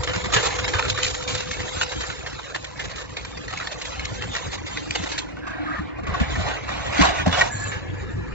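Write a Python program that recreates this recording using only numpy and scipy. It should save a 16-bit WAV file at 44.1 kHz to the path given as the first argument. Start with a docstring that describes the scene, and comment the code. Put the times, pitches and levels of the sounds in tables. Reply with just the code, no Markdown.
"""In a hall, heard while walking round a nut sorting machine. Its motors rumble and hum, air jets spit
out rejects, and nuts patter down steel chutes into plastic bins, making the steel ring. Then a hand
drags one bin out over the concrete floor: it scrapes, squeaks, catches and jolts, and its hollow
walls ring and boom."""
import sys
import numpy as np
from scipy import signal
from scipy.fft import rfft, irfft
from scipy.io import wavfile
from scipy.ndimage import uniform_filter1d

SR = 44100
rng = np.random.default_rng(int(sys.argv[2]) if len(sys.argv) > 2 else 0)


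def log_audio(samples):
    """Write samples as a 16-bit WAV file to the path given in sys.argv[1]."""
    # one column per channel
    frames = np.atleast_2d(samples).T
    # limit to full scale, then quantise
    limited = np.clip(frames, -1, 1)
    pcm = np.round(limited * 32767).astype(np.int16)
    wavfile.write(sys.argv[1], SR, pcm)


N = 367792
RISE_S = .004  # a knock swells to half strength in this time, so it starts this much early

# tone colour of clattering nuts and belt: pitch_hz, level_db
CLATTER_COLOUR = [(200, -17.5), (380, 4.5), (600, -2), (1100, -1.5), (1900, -5), (2600, -9.5),
                  (3500, -26.5), (5000, -27), (8000, -67)]
# tone colour of compressed air: pitch_hz, level_db
AIR_COLOUR = [(1500, -24), (3000, -5.5), (3900, -3.5), (5000, -10), (6000, -9.5), (7000, -6.5), (8000, -14)]


def air_jets(mix):
    """Short jets of air knock rejected nuts against steel and plastic."""
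    # start_s, level_db, pitch_hz, hiss_db, fade_s
    rejects = [(0.035, -19.5, 980, -29.5, 0.077), (0.074, -12, 1774, -36, 0.17),
               (0.133, -15, 1440, -32, 0.21), (0.24, -15.5, 980, -31, 0.095),
               (0.338, -5.5, 1727, -18.5, 0.093), (0.363, 0.5, 1760, -24, 0.078),
               (0.429, -8.5, 770, -23, 0.24), (0.503, -14.5, 1020, -34, 0.15),
               (0.588, -10.5, 1400, -29, 0.057), (0.643, -12, 2240, -52, 0.032),
               (0.679, -16, 1090, -27, 0.047), (0.736, -11.5, 1580, -36, 0.21),
               (0.786, -7.5, 1254, -29, 0.058), (0.835, -17.5, 1330, -36, 0.18),
               (0.899, -16, 2550, -19, 0.039), (0.976, -14, 1775, -32.5, 0.1),
               (1.03, -23, 2450, -21.5, 0.095), (1.064, -22, 1440, -26, 0.087),
               (1.1, -22, 800, -27.5, 0.053), (1.145, -16.5, 1900, -29, 0.032),
               (1.277, -17, 1300, -27, 0.27), (1.342, -16, 1884, -29.5, 0.094),
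               (1.377, -17.5, 2730, -32.5, 0.17), (1.511, -19, 1730, -26.5, 0.027),
               (1.592, -21.5, 2010, -42, 0.12), (1.762, -18.5, 1220, -34, 0.15),
               (1.812, -12, 1455, -26.5, 0.1), (1.918, -16.5, 1630, -33.5, 0.048),
               (2.036, -14.5, 1810, -48, 0.052), (2.102, -14.5, 1440, -33, 0.06),
               (2.263, -18.5, 1860, -38, 0.072), (2.391, -19, 1610, -52, 0.034),
               (2.548, -17, 1740, -38.5, 0.097), (2.644, -25, 1810, -38, 0.035),
               (2.795, -17.5, 1720, -34, 0.13), (2.896, -22, 1900, -38, 0.14),
               (2.959, -21, 1800, -36.5, 0.24), (3.169, -15, 2380, -39, 0.11),
               (3.249, -20, 2360, -38.5, 0.017), (3.372, -20, 2440, -60, 0.054),
               (3.48, -22.5, 1850, -40, 0.17), (3.528, -17, 750, -40, 0.07), (3.574, -22, 2220, -39, 0.068),
               (3.599, -18, 1276, -44, 0.16), (3.671, -19, 1840, -38, 0.034),
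               (3.814, -29, 2370, -33.5, 0.044), (3.852, -38, 1750, -32, 0.07),
               (3.995, -20, 2230, -48, 0.086), (4.052, -27, 2150, -31, 0.014),
               (4.212, -20.5, 1960, -44, 0.21), (4.35, -15, 1883, -29.5, 0.12),
               (4.664, -23, 2070, -36.5, 0.14), (4.773, -16.5, 1980, -58, 0.057),
               (4.909, -21, 2360, -47, 0.1), (4.951, -10.5, 2083, -28.5, 0.055),
               (5.06, -13.5, 856, -38, 0.056), (5.116, -22.5, 1800, -32, 0.14),
               (5.18, -24, 1900, -27.5, 0.084)]
    for start_s, *settings in rejects:
        add(mix, start_s - RISE_S, knock(*settings))


def knock(level_db, pitch_hz, hiss_db, fade_s):
    """One hard hit: a crack at first contact, then a ringing, hissing rattle that the hall answers."""
    t = np.arange(5000) / SR
    since_hit = np.maximum(t - RISE_S, 0)
    since_hold = np.maximum(t - 2 * RISE_S - 0.12 * fade_s, 0)  # it holds a moment before fading
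    swell = np.sin(np.pi / 4 * np.minimum(t / RISE_S, 2)) ** 2
    hall_tail = gain_of(-16) * fade(since_hold, 0.22)
    noise = rng.standard_normal((2, len(t)))
    side_rings = sum(ring(noise, hz, 43) for hz in pitch_hz * rng.uniform(0.609, 2.4, size=4))
    clack = tint(noise, CLATTER_COLOUR)
    body = evened(ring(noise, pitch_hz, 90) + gain_of(-5) * side_rings + gain_of(3.5) * clack)
    rattle = gain_of(level_db - 14.5) * body + gain_of(hiss_db) * tint(noise, AIR_COLOUR)
    bounces_per_s, bounce_s = 120, .004
    kicks = (rng.random(len(t)) < bounces_per_s / SR) * rng.exponential(1, len(t))
    bounces = signal.lfilter([1], [1, -np.exp(-1 / (bounce_s * SR))], kicks)
    rattle *= evened(1.1 + bounces + np.exp(-since_hit / bounce_s))
    rattle *= swell * (fade(since_hold, fade_s) + hall_tail)
    crack = sum(sine(ratio * pitch_hz, since_hit) for ratio in (.8, 1, 1.27, 1.75)) / 2
    crack_db = level_db - 11 - 5 * np.log2(fade_s / .05)  # longer rattles have softer cracks
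    return rattle + gain_of(crack_db) * crack * fade(since_hit, 0.0086) * [[1], [.6]]


def steel_tinks(mix):
    """A shell snaps against bare steel and sets all the notes of the plate ringing at once."""
    # start_s, level_db, pitch_hz, fade_s
    strikes = [(0.0745, -15, 1740, .02), (0.337, -12, 1270, .025), (.589, -18, 1400, .02),
               (0.6438, -17, 2130, .02), (.6795, -15, 1700, .02), (0.737, -13.5, 1680, .025),
               (0.8255, -11, 1400, .015), (.9755, -16, 1770, .02), (1.0317, -12.5, 2560, .025),
               (1.052, -16, 2000, .02), (1.065, -15, 2400, .02), (1.226, -20, 2240, .012),
               (1.512, -17, 1770, .02), (1.8123, -9, 1460, .025), (2.1, -21, 1500, .02),
               (2.262, -22, 1800, .02), (2.5463, -19, 1800, .02), (2.6444, -22, 1850, .02),
               (2.793, -24, 1770, .02), (3.171, -22, 2380, .02), (3.481, -24, 1900, .025),
               (3.527, -22, 1500, .02), (3.611, -23, 2000, .025), (3.814, -23, 2050, .02),
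               (3.5738, -19, 2200, .02), (3.6006, -18, 1310, .02), (3.6715, -16, 1800, .018),
               (3.853, -23, 2000, .02), (3.995, -20, 2180, .02), (4.0542, -19, 2180, .02),
               (4.351, -15.5, 1883, .02), (4.7721, -15.5, 1990, .02), (4.9082, -8.5, 2450, .014),
               (5.038, -21, 1900, .02), (5.072, -21, 1500, .015), (5.1791, -17, 1830, .02)]
    # notes of the steel plate: pitch_ratio, level_db
    plate_notes = [(.78, -8), (1, 0), (1.22, -5), (1.93, -8), (2.45, -11), (3.0, -9)]
    t = np.arange(2000) / SR
    for start_s, level_db, pitch_hz, fade_s in strikes:
        notes = sum(gain_of(db) * sine(ratio * pitch_hz, t) for ratio, db in plate_notes)
        snap = gain_of(-9.5) * np.exp(-t / .002) * tint(rng.standard_normal((2, len(t))), AIR_COLOUR)
        tink = rise(t, 0.0008) * (1.2 * fade(t, fade_s) * notes + snap)
        add(mix, start_s, gain_of(level_db) * tink * [[1], [.3]])


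def air_puffs(mix):
    """A valve opens and shuts, letting out a longer, softer swell of air."""
    # start_s, level_db, length_s
    puffs = [(0.316, -27, 0.037), (0.376, -29.5, .06), (0.546, -33, 0.031), (0.875, -31, 0.029),
             (2.0, -31.5, 0.03), (2.834, -35, 0.034), (3.006, -39, 0.028), (3.709, -34.5, 0.033),
             (4.131, -43, 0.042), (4.331, -35, 0.022), (4.51, -33, 0.062), (5.011, -36, 0.052),
             (5.084, -35, 0.035)]
    for start_s, level_db, length_s in puffs:
        noise = rng.standard_normal((2, round(SR * length_s)))
        air = tint(noise, CLATTER_COLOUR) + 1.27 * tint(noise, AIR_COLOUR)
        add(mix, start_s, gain_of(level_db) * air * signal.windows.tukey(noise.shape[1], .7))


def nut_patter(per_s, spread_db, fade_s):
    """Countless nuts land at random; each starts a short burst of noise, and a few are large."""
    sizes = gain_of(spread_db * np.minimum(rng.exponential(1, N), 4))
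    landings = sizes * (rng.random(N) < per_s / SR)
    t = np.arange(4000) / SR
    power = signal.oaconvolve(landings ** 2, rise(t, 0.0017) * fade(t, fade_s) ** 2)[:N]
    return evened(np.sqrt(abs(power)) * rng.standard_normal((2, N)))


def chute_pings(per_s, spread_db, fade_s, patches):
    """Each small nut briefly rings one patch of the chute, and each patch has its own pitch."""
    sizes = gain_of(spread_db * np.minimum(rng.exponential(1, N), 3))
    landings = sizes * (rng.random(N) < per_s / SR)
    patch_hit = rng.integers(0, patches, N)
    t, out = np.arange(2500) / SR, np.zeros((2, N))
    for patch, hz in enumerate(np.geomspace(550, 3200, patches)):
        tone = np.sin(2 * np.pi * (hz * t + rng.random((2, 1))))
        ping = rise(t, 0.00073) * fade(t, fade_s) * tone * np.sqrt(hz)
        out += signal.oaconvolve((landings * (patch_hit == patch))[None], ping, axes=1)[:, :N]
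    return evened(out)


def bin_scrape(t, texture):
    """Plastic rubs over concrete, growing louder as each pull speeds up and softer as it slows."""
    # start_s, length_s, scrape_db, grit_db, share_spent_speeding_up
    pulls = [(5.405, 0.55, -35, -83, 0.57), (6.027, 0.32, -29, -55, 0.53), (6.324, 0.3, -27, -37, 0.5),
             (6.603, 0.47, -30.5, -37, 0.34), (6.935, 0.33, -21.5, -30, 0.31),
             (7.296, 0.21, -21, -27, 0.38), (7.5, 0.39, -40, -44.5, 0.3)]
    # tone colour of plastic on concrete: pitch_hz, level_db
    scrape_colour = [(180, -49), (300, -8), (444, -9.5), (666, 5), (1080, -2), (1990, -4.5), (3110, -10),
                     (4030, -10.5), (7600, -56)]
    rustle, pings = texture
    rub = rustle + pings + gain_of(3) * rng.standard_normal((2, N))
    scrape = evened(tint(rub, scrape_colour) + gain_of(-4) * evened(bin_walls(rub)))
    grit = tint(rustle, AIR_COLOUR)
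    out = np.zeros((2, N))
    for start_s, length_s, scrape_db, grit_db, speeding_up in pulls:
        ramp = np.interp(t, start_s + length_s * np.array([0, speeding_up, 1]), [0, 1, 0])
        speed = np.sin(np.pi / 2 * ramp)
        out += speed * (gain_of(scrape_db) * scrape + gain_of(grit_db) * grit)
    return out


def bin_jolts(mix):
    """The bin catches on the floor: its edge judders, its walls ring and it gives a gritty knock."""
    # start_s, knock_db, pitch_hz, fade_s, wall_db, judder_s
    jolts = [(5.368, -32, 1580, 0.22, -28, .004), (5.468, -22, 1217, 0.17, -20, 0.017),
             (5.781, -31, 1800, 0.14, -30, .01), (5.984, -44, 684, 0.069, -22.5, 0.021),
             (6.034, -42, 1184, .05, -26, .012), (6.068, -21.5, 1163, 0.066, -20, 0.012),
             (6.093, -29, 1233, .06, -21.5, 0.012), (6.1405, -21, 1115, 0.05, -12.5, 0.012),
             (6.2, -12.5, 1700, 0.13, -19, 0.0065), (6.356, -15, 1800, 0.038, -24, 0.0076),
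             (6.465, -17, 870, 0.16, -29, 0.0069), (6.501, -14.5, 920, 0.079, -24, 0.0053),
             (6.68, -17.5, 1180, 0.19, -31, 0.0053), (6.781, -24, 1150, 0.08, -29, .005),
             (6.926, -12, 1720, 0.13, -26, 0.0054), (6.981, -10.5, 2090, 0.31, -24, 0.0065),
             (7.009, -2.5, 954, 0.12, -14, 0.0087), (7.021, -13, 1110, 0.071, -26, .006),
             (7.045, -2.5, 720, 0.077, -26, 0.011), (7.07, -9, 1715, 0.092, -16, 0.0053),
             (7.091, -18, 890, 0.11, -19, 0.0043), (7.262, -6, 735, 0.099, -13, 0.011),
             (7.326, -12.5, 865, 0.24, -22, 0.012), (7.376, -21, 720, .06, -17, 0.0083),
             (7.411, -6, 1885, 0.04, -4, .010), (7.454, -13.5, 670, 0.16, -27, 0.005),
             (7.718, -19, 1760, 0.13, -33, 0.0045)]
    t = np.arange(5000) / SR
    for start_s, knock_db, pitch_hz, fade_s, wall_db, judder_s in jolts:
        slip = sine(pitch_hz, t) / 8 + .45 * rng.standard_normal((2, len(t)))
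        walls = bin_walls(slip * (t < judder_s), pitch_hz) * [[1], [.25]]
        add(mix, start_s, gain_of(wall_db) * walls / abs(walls).max())
        add(mix, start_s - RISE_S, knock(knock_db, pitch_hz, hiss_db=knock_db - 23.5, fade_s=fade_s))


def bin_walls(push, near_hz=None):
    """The plastic walls ring at their own notes, favouring those close to near_hz if it is given."""
    # pitch_hz, level_db, fade_s
    wall_notes = [(720, 5, 0.03), (1110, 6.5, 0.035), (1461, 3, 0.049), (1890, -2, 0.025),
                  (2240, -4.5, 0.04), (2900, -25.5, 0.034), (4020, -20, .025)]
    out = 0
    for pitch_hz, level_db, fade_s in wall_notes:
        octaves_away = abs(np.log2(pitch_hz / near_hz)) if near_hz else 0
        out += gain_of(level_db - 18 * octaves_away) * ring(push, pitch_hz, 2.2 / fade_s)
    return out


def bin_squeaks(mix):
    """The sliding bin sticks and slips, so its wall sings with a raspy tone."""
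    # start_s, length_s, pitch_hz, level_db
    squeaks = [(5.398, 0.23, 1608, -39), (5.461, .08, 1586, -37), (5.658, 0.16, 1223, -31.5),
               (5.641, 0.13, 1605, -35), (5.758, 0.049, 1754, -28.5), (7.468, .34, 1690, -35),
               (7.492, 0.24, 7080, -35), (7.76, 0.66, 1720, -42)]
    for start_s, length_s, pitch_hz, level_db in squeaks:
        swell = signal.windows.tukey(round(length_s * SR), 0.34)
        tone = wavering_tone(pitch_hz, level_db, waver_hz=26, roughness=.8, waver_samples=350)
        add(mix, start_s, tone[:, :len(swell)] * swell)


def bumps(mix):
    """The bin and the machine frame bump: a dull, low ring with the hollow bin's quick boom on top."""
    # start_s, level_db, pitch_hz, fade_s, boom_above_ring_db
    blows = [(0.164, -17, 104, 0.069, 11), (0.351, -16, 113, 0.15, 7), (0.625, -17, 109, 0.093, -4),
             (.75, -7, 95, 0.064, -12), (0.903, -18.5, 106, 0.18, -17), (1.05, -14.5, 88, 0.051, 3),
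             (1.273, -30, 92, 0.23, 6), (1.752, -27, 83, 0.22, 1.5), (2.93, -35, 69, 0.078, -12),
             (3.991, -24, 62.5, 0.19, 1), (4.992, -24.5, 90, 0.15, 11.5), (5.786, -21.5, 75, 0.2, 7.5),
             (6.084, -15, 87.5, 0.13, 4), (6.12, -15, 70, 0.1, 5.5), (6.207, -10.5, 67, 0.15, 7),
             (6.385, -21, 91, 0.28, 11), (6.205, -6.5, 240, 0.076, -26), (6.99, 0, 290, 0.089, -33),
             (7.001, -12.5, 63, 0.19, 12), (7.265, -10, 260, 0.12, -28), (7.261, -13.5, 87.4, 0.29, 12.5),
             (7.543, -23, 104.4, 0.31, -10), (7.642, -23.5, 100, 0.55, -15), (7.877, -23, 94.3, 0.98, -10),
             (8.137, -19, 99.7, 0.27, -13)]
    t = np.arange(9000) / SR
    for start_s, level_db, pitch_hz, fade_s, boom_db in blows:
        boom = gain_of(boom_db) * rise(t, 0.0085) * fade(t, 0.13) * sine(180, t)
        thud = rise(t, 0.0052) * fade(t, fade_s) * (sine(pitch_hz, t) + boom)
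        add(mix, start_s, gain_of(level_db) * thud * np.ones((2, 1)))


def machine_noise(t, texture):
    """Drives rumble, nuts and belt clatter and air hisses, each louder or softer along the walk."""
    # time_s, rumble_db, clatter_db, hiss_db
    walk_levels = [(0.0, -31, -37, -39.5), (0.88, -35, -34.5, -33), (1.14, -34, -39.5, -34.5),
                   (2.02, -36, -37.5, -35.5), (2.56, -41, -40.5, -43), (3.51, -38, -42.5, -44),
                   (3.79, -40, -37.5, -39), (4.13, -34.5, -37.5, -40), (4.83, -36, -39.5, -41),
                   (5.04, -37.5, -36.5, -34), (5.29, -38, -39.5, -51), (5.57, -40.5, -41.5, -83),
                   (6.08, -33, -35.5, -64), (6.32, -29, -35, -36), (6.76, -34, -37, -79),
                   (7.22, -29, -32, -49), (7.87, -33.5, -35, -49), (8.34, -28.5, -38, -52)]
    # tone colour of the drives: pitch_hz, level_db
    rumble_colour = [(20, -56), (35, -12.5), (55, 0), (110, -4), (200, -9), (300, -6.5), (400, -12),
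                     (700, -50)]
    rustle, pings = texture
    rumble_db, clatter_db, hiss_db = curves(walk_levels, t)
    rumble = tint(restless_noise(patchy_db=1.2, speckle_db=0.31, flicker_db=2.5), rumble_colour)
    clatter = tint(rustle + pings, CLATTER_COLOUR)
    hiss = tint(rustle, AIR_COLOUR)
    return gain_of(rumble_db) * rumble + gain_of(clatter_db) * clatter + gain_of(hiss_db) * hiss


def motor_hum(t):
    """The motors hum on two slightly unsteady notes."""
    # time_s, lower_note_db, upper_note_db
    hum_levels = [(0, -50, -32.5), (.8, -52, -32), (1.4, -52, -34), (1.9, -54, -39), (2.4, -54, -48),
                  (2.9, -54, -46), (3.5, -54, -44), (4.2, -48, -45), (5.1, -34.5, -50), (5.8, -33, -51.5),
                  (6.1, -46, -51.5), (8.34, -46, -45)]
    lower_db, upper_db = curves(hum_levels, t)
    lower = wavering_tone(301.5, lower_db, waver_hz=1.63, roughness=1, waver_samples=2000)
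    upper = wavering_tone(500.6, upper_db, waver_hz=3, roughness=0.5, waver_samples=1500)
    return lower + upper


def wavering_tone(pitch_hz, level_db, waver_hz, roughness, waver_samples):
    """A tone whose pitch wanders at random while its level trembles three times as fast."""
    slow, quick = rng.standard_normal((2, N))
    cycles = np.cumsum(pitch_hz + waver_hz * smoothed(slow, waver_samples)) / SR
    tremble = 1 + roughness * smoothed(quick, waver_samples // 3)
    return gain_of(level_db) * tremble * np.sin(2 * np.pi * (cycles + rng.random((2, 1))))


def restless_noise(patchy_db, speckle_db, flicker_db):
    """Noise with broad drifting patches, short narrow speckles and a flicker shared by all pitches."""
    frames = N // 256 + 5
    a, b, c, d, patches, speckles = rng.standard_normal((frames, 513, 6)).T
    level_db = patchy_db * smoothed(patches, 16, 10) + speckle_db * smoothed(speckles, 3, 6)
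    level_db += flicker_db * smoothed(uniform_filter1d(rng.standard_normal(frames), 4), 4)
    spectra = np.array([a + 1j * b, c + 1j * d]) * gain_of(level_db)
    return evened(signal.istft(spectra, nperseg=1024, noverlap=768)[1][:, :N])


def ring(x, pitch_hz, width_hz):
    """Makes a sound ring at one pitch; a narrower width rings longer."""
    r = np.exp(-np.pi * width_hz / SR)
    return evened(signal.lfilter([1, 0, -1], [1, -2 * r * np.cos(2 * np.pi * pitch_hz / SR), r * r], x))


def tint(x, colour):
    """Gives a sound a tone colour, at a strength of 1."""
    hz = np.fft.rfftfreq(x.shape[1], 1 / SR)
    return evened(irfft(rfft(x) * gain_of(at_pitch(colour, hz)), x.shape[1]))


def smoothed(x, *spans):
    """Blurs random values into slow changes of strength 1, with one span for each axis."""
    for axis, span in enumerate(spans):
        x = uniform_filter1d(x, span, axis=axis)
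    return evened(x)


def evened(x):
    """Scales a signal to an average strength (rms) of 1."""
    return x / np.sqrt(np.mean(x ** 2) + 1e-20)


def fade(t, fade_s):
    """Dies away by 60 dB every fade_s seconds."""
    return gain_of(-60 * t / fade_s)


def rise(t, rise_s):
    return 1 - np.exp(-t / rise_s)


def sine(pitch_hz, t):
    return np.sin(2 * np.pi * pitch_hz * t)


def gain_of(db):
    return 10 ** (np.asarray(db) / 20)


def at_pitch(rows, hz):
    pitches, values = np.transpose(rows)
    return np.interp(np.log(hz + 1), np.log(pitches + 1), values)


def curves(rows, t):
    times, *columns = np.transpose(rows)
    return [np.interp(t, times, column) for column in columns]


def add(mix, start_s, sound):
    part = mix[:, round(start_s * SR):][:, :sound.shape[1]]
    part += sound[:, :part.shape[1]]


def scene():
    """Every sound arrives along two paths: row 0 is the direct one, row 1 the scattered one."""
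    # how near the falling nuts are: time_s, level_db
    nut_nearness = [(0, 4.5), (5.2, 0), (5.35, -7), (8.34, -10.5)]
    t = np.arange(N) / SR
    nearness = gain_of(curves(nut_nearness, t)[0])
    rustle = restless_noise(patchy_db=1.75, speckle_db=4.76, flicker_db=2.14)
    rustle += nearness * gain_of(-9) * nut_patter(per_s=88, spread_db=1.5, fade_s=0.021)
    pings = nearness * gain_of(-8) * chute_pings(per_s=400, spread_db=3, fade_s=.04, patches=30)
    texture = rustle, pings  # the scrape and the machine share this fine grain
    mix = bin_scrape(t, texture) + machine_noise(t, texture) + motor_hum(t)
    for add_source in (bin_squeaks, air_jets, bin_jolts, steel_tinks, air_puffs, bumps):
        add_source(mix)
    return mix


def record(dry):
    """Two moving microphones: the left hears the direct path, the right a phase-shifted blend of both."""
    # how far the right side's wave runs ahead: pitch_hz, lead_radians
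    right_lead = [(40, -0.15), (86, -0.6), (130, -1.1), (215, -2.35), (260, -2.95), (345, -3.35),
                  (450, -4.5), (520, -5.4), (690, -4.2), (1100, -8.5), (1400, -5.5), (2350, -5.5),
                  (2800, -3.5), (3300, -3), (3900, -5.9), (4300, -5.2), (6200, -4), (7600, -5.5)]
    # how alike the two sides are: pitch_hz, likeness_0_to_1
    side_likeness = [(20, 0.95), (240, .91), (300, .895), (380, 0.93), (450, 0.75), (505, .88), (570, .5),
                     (700, 0.21), (1500, 0.5), (1900, 0.89), (2500, 0.5), (2900, 0.67), (3400, 0.75),
                     (3700, 0.15), (4050, 0.7), (4500, 0.3), (6000, 0.056), (7000, 0.94)]
    # balance of the two sides: pitch_hz, left_minus_right_db
    balance = [(100, 0.5), (400, -0.5), (650, -5.5), (1900, -1), (3900, -1), (5000, -6), (5900, -5.5),
               (7300, 1)]
    # turning stretches the lead pattern along the pitches: time_s, stretch_factor
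    turning = [(0, 0.92), (1.5, 1.008), (4.2, 1.048), (5.5, 1.154), (5.9, 1), (6.3, 0.99), (6.9, 1.105),
               (7.05, 1.2), (7.6, 1.108), (7.9, 0.95), (8.34, 1)]
    hz, t, (direct, scattered) = signal.stft(dry, SR, nperseg=1024, noverlap=768)
    wander = smoothed(rng.standard_normal((len(t), len(hz))), 12, 16).T
    likeness = at_pitch(side_likeness, hz)[:, None]
    tilt = gain_of(at_pitch(balance, hz) / 2)[:, None]
    shift = at_pitch(right_lead, hz[:, None] / curves(turning, t)[0]) + 2.95 * (1 - likeness) * wander
    direct_share = np.minimum(likeness + 0.13, 1)
    right = (direct_share * direct + np.sqrt(1 - direct_share ** 2) * scattered) * np.exp(1j * shift)
    stereo = signal.istft(np.array([direct * tilt, right / tilt]), nperseg=1024, noverlap=768)[1][:, :N]
    stereo = 1.1 * np.tanh(stereo / 1.1)  # the preamplifier rounds the loudest peaks
    treble_cut = signal.firwin(701, cutoff=7610, window=("kaiser", 9), fs=SR)
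    return signal.oaconvolve(stereo, treble_cut[None], "same")


dry = scene()
out = record(dry)
log_audio(out)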